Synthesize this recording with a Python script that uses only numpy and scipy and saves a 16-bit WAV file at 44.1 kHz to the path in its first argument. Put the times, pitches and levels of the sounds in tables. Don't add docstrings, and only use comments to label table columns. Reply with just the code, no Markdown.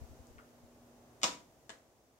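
import sys
import numpy as np
from scipy import signal
from scipy.fft import rfft, irfft
from scipy.io import wavfile

SR = 44100
rng = np.random.default_rng(int(sys.argv[2]) if len(sys.argv) > 2 else 0)


def bounce(signal):
    frames = np.transpose(np.atleast_2d(signal))
    limited = np.clip(frames, -1, 1)
    pcm = np.round(limited * 32767).astype(np.int16)
    wavfile.write(sys.argv[1], SR, pcm)


N = 96799

ROOM_BUILD_S = 0.00097
ROOM_RIGHT_DB = -1


def undb(db):
    return 10 ** (np.asarray(db) / 20)


def unit(x):
    return x / np.sqrt(np.mean(x ** 2))


def by_hz(points):
    hz, value = np.array(points, float).T
    bin_hz = np.arange(N // 2 + 1) * SR / N
    return np.interp(np.log(bin_hz + 1), np.log(hz), value)


def colour(x, points):
    cepstrum = irfft(np.log(undb(by_hz(points))), N)
    fold = np.r_[1, np.full(N // 2, 2), np.zeros(N - N // 2 - 1)]
    response = np.exp(rfft(cepstrum * fold))
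    return irfft(rfft(x) * response, N)


def lowpass(x, hz):
    sos = signal.butter(2, min(hz, SR / 2 - SR / 20), fs=SR, output="sos")
    return signal.sosfilt(sos, x)


def resonance(x, hz, width_hz):
    b, a = signal.iirpeak(hz, hz / width_hz, fs=SR)
    return signal.lfilter(b, a, x)


def since(start_s):
    return np.maximum(np.arange(N) / SR - start_s, 0)


def fade(age_s, t60_s):
    return np.exp(-np.log(1000) * age_s / t60_s)


def stereo_noise(likeness):
    c = np.clip(by_hz(likeness), -1, 1)
    gains = np.sqrt([(1 + c) / 2, (1 - c) / 2])
    mid, side = rfft(rng.standard_normal((2, N))) * gains
    return irfft(np.array([mid + side, mid - side]), N)


def contact(start_s, length_s, size=1024):
    shape = np.exp(-np.arange(size) / SR / length_s)
    burst = rng.standard_normal(size) * shape
    for _ in range(2):
        flat = irfft(np.exp(1j * np.angle(rfft(burst))))
        burst = flat * np.sqrt(shape)
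    burst = burst / np.linalg.norm(burst)
    return np.pad(burst, (max(int(start_s * SR), 0), N))[:N]


def room_tail():
    # centre_hz, t60_s
    band_t60 = [(150, 0.58), (500, 0.44), (1200, .33), (3500, 0.3), (7000, 0.28), (13000, 0.33)]
    # freq_hz, left-right likeness 0-1
    tail_likeness = [(150, 0.93), (350, 0.82), (700, 0.32), (1500, 0)]
    t = since(0)
    noise = rfft(stereo_noise(tail_likeness))
    tail = 0
    for k, (_, t60_s) in enumerate(band_t60):
        band = by_hz([(row[0], j == k) for j, row in enumerate(band_t60)])
        tail = tail + irfft(noise * band, N) * fade(t, t60_s)
    build = 1 - np.exp(-t / ROOM_BUILD_S)
    return unit(tail * build) / np.sqrt(N)


def first_echoes():
    # delay_s, level_db before dulling
    echoes = [(.0016, -7.5), (.0068, -18.5), (.0086, -2), (.0098, -6), (0.0135, -8.5), (0.0184, -14.5)]
    spread_s, smear_s, dull_hz = 0.0004, 0.0015, 9100
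    early = 0
    for delay_s, level_db in echoes:
        echo = undb(level_db) * contact(delay_s, smear_s)
        offset = int(rng.uniform(-0.86, 1) * spread_s * SR)
        early = early + np.array([echo, np.roll(echo, offset)])
    return lowpass(early, dull_hz)


def room(x, wet_db):
    tail_db, port_lag_s, right_db = 3, 0.000356, -5.5
    walls = room_tail() * undb(tail_db) + first_echoes()
    wet = undb(wet_db) * signal.fftconvolve(x[None], walls, axes=1)[:, :N]
    late = np.roll(x, int(port_lag_s * SR))
    left = x + wet[0]
    right = undb(right_db) * late + undb(ROOM_RIGHT_DB) * wet[1]
    return np.array([left, right])


def ring_modes(start_s, modes):
    scatter_rad_per_hz = 0.0012
    age = since(start_s)
    ring = 0
    for hz, level_db, t60_s in modes:
        scatter = np.clip(hz * scatter_rad_per_hz, 0, np.pi / 2) * rng.choice([-1, 1])
        phase = 2 * np.pi * (hz * age + rng.random()) + np.array([[0], [scatter]])
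        ring = ring + undb(level_db) * np.sin(phase) * fade(age, t60_s)
    build = 1 - np.exp(-age / ROOM_BUILD_S)
    return ring * build * undb([[0], [ROOM_RIGHT_DB]])


def snap(contacts, tone, crack_db, modes, ring_db, wet_db):
    crack = 0
    for start_s, level_db, length_s, dull_hz in contacts:
        crack = crack + undb(level_db) * lowpass(contact(start_s, length_s), dull_hz)
    hardest = max(contacts, key=lambda row: row[1])
    ring = ring_modes(hardest[0], modes)
    return room(undb(crack_db) * colour(crack, tone), wet_db) + undb(ring_db) * ring


def motor_hum():
    # pitch_hz, level_db (rms before the decay)
    hum_partials = [(120, -81), (240.3, -66.5)]
    off_s, t60_s = 1.08, 0.58
    t = since(0)
    hum = 0
    for hz, level_db in hum_partials:
        hum = hum + undb(level_db) * np.sqrt(2) * np.sin(2 * np.pi * (hz * t + rng.random()))
    return hum * fade(since(off_s), t60_s)


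def moving_air():
    # freq_hz, relative level_db
    air_colour = [(25, -28.5), (50, -7), (95, -11), (125, -4.5), (175, -16), (260, -8), (400, -10),
                  (650, -9.5), (900, -16), (1400, -22), (2300, -27.5), (4200, -31.5), (6400, -28),
                  (9000, -34), (15500, -35.5)]
    # freq_hz, left-right likeness 0-1
    air_likeness = [(40, 0.8), (140, 0.81), (300, 0.93), (700, 0.8), (1500, 0), (10000, 0)]
    # time_s, body_db, hiss_db
    air_level = [(0, 2, 4), (.65, -1, 0), (1.26, 0, 0.5), (1.46, -3.5, -0.5), (1.68, -4, -1),
                 (1.96, -6, -3.5), (2.19, -7.5, -4)]
    base_db, split_hz = -61.5, 2800
    air = undb(base_db) * unit(colour(stereo_noise(air_likeness), air_colour))
    below_split = by_hz([(split_hz / 2, 1), (split_hz * 2, 0)])
    body = irfft(rfft(air) * below_split, N)
    hiss = air - body
    t = since(0)
    times_s, body_db, hiss_db = np.array(air_level).T
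    return body * undb(np.interp(t, times_s, body_db)) + hiss * undb(np.interp(t, times_s, hiss_db))


def fan():
    return moving_air() + motor_hum()


def hand_bumps():
    # start_s, level_db (rms before the swell), length_s
    bump_rows = [(.004, -42, 0.019), (0.035, -49, 0.015), (0.094, -47, 0.027), (0.19, -51.5, 0.021),
                 (0.285, -56, 0.035), (0.351, -56, 0.029), (0.633, -58, 0.023)]
    centre_hz, width_hz, dull_hz, right_db = 53.8, 33, 148, -7.5
    bumps = 0
    for start_s, level_db, length_s in bump_rows:
        age = since(start_s) / length_s
        swell = 2 * age * np.exp(1 - 2 * age)
        rumble = lowpass(resonance(rng.standard_normal((2, N)), centre_hz, width_hz), dull_hz)
        bumps = bumps + undb(level_db) * unit(rumble) * swell
    return bumps * undb([[0], [right_db]])


def handling_ticks():
    # start_s, level_db (before the band-passes), centre_hz, width_hz (of each band-pass)
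    tick_rows = [(0.27, -32.5, 7180, 3940), (0.3832, -19.5, 2040, 1040), (0.389, -13.5, 1296, 507),
                 (.409, -26, 1410, 630), (.433, -29, 1510, 700)]
    ticks = 0
    for start_s, level_db, hz, width_hz in tick_rows:
        tick = contact(start_s, length_s=0.00093)
        for _ in range(2):
            tick = resonance(tick, hz, width_hz)
        ticks = ticks + undb(level_db) * tick
    return room(ticks, wet_db=-7.5)


def small_click():
    # start_s, relative level_db, length_s, dull_above_hz
    click_contacts = [(1.6938, 6.5, .002, 11000), (1.7003, -8, 0.0022, 3500)]
    # freq_hz, level_db
    click_colour = [(100, -16), (250, -4.5), (650, -0.5), (1200, -3), (1700, 4.5), (2400, -6), (3300, -4.5),
                    (5500, -7.5), (7400, -6), (11000, -22.5), (15500, -22)]
    # pitch_hz, relative level_db, t60_s
    click_modes = [(460, -8, .28), (656, -5, .28), (1090, -10, .22), (1686, 3.5, .2), (1965, -8, .24),
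                   (2837, -8, .2), (3054, 1, .13), (3480, 7, .055), (7280, 13, .02)]
    return snap(click_contacts, click_colour, -20, click_modes, ring_db=-53.5, wet_db=-2)


def wall_switch():
    # start_s, relative level_db, length_s, dull_above_hz
    switch_contacts = [(1.2148, -30, 0.0017, 4000), (1.2165, -18, 0.0018, 8400), (1.2323, 6, 0.0012, 14000),
                       (1.2412, -8.5, 0.0013, 7000)]
    # freq_hz, level_db
    switch_colour = [(60, -23), (170, -6), (300, -0.5), (420, -5.5), (700, 1.5), (1100, 1), (1650, -5),
                     (2200, -2.5), (2850, -4), (3600, -1.5), (4150, -4.5), (5400, -2), (7200, -2.5),
                     (10500, -21), (15500, -24.5)]
    # pitch_hz, relative level_db, t60_s
    plate_modes = [(180, -12, .25), (300, -8, .25), (511, -4, .25), (651, -5, .26), (710, -7, .22),
                   (810, -5, .22), (975, -1, .34), (1089, -5, .27), (1264, -2, .24), (2464, -9, .22),
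                   (2830, 12, .02), (3024, -6, .26), (3400, -8, .22), (3560, -6, .2), (5398, -2, .2),
                   (5520, 21, .009), (6450, -8, .32)]
    return snap(switch_contacts, switch_colour, -1, plate_modes, ring_db=-35, wet_db=0)


def scene():
    return fan() + hand_bumps() + handling_ticks() + small_click() + wall_switch()


def record(dry):
    top_hz = 15750
    sos = signal.ellip(10, 0.2, 70, top_hz, fs=SR, output="sos")
    return signal.sosfilt(sos, dry)


dry = scene()
out = record(dry)
bounce(out)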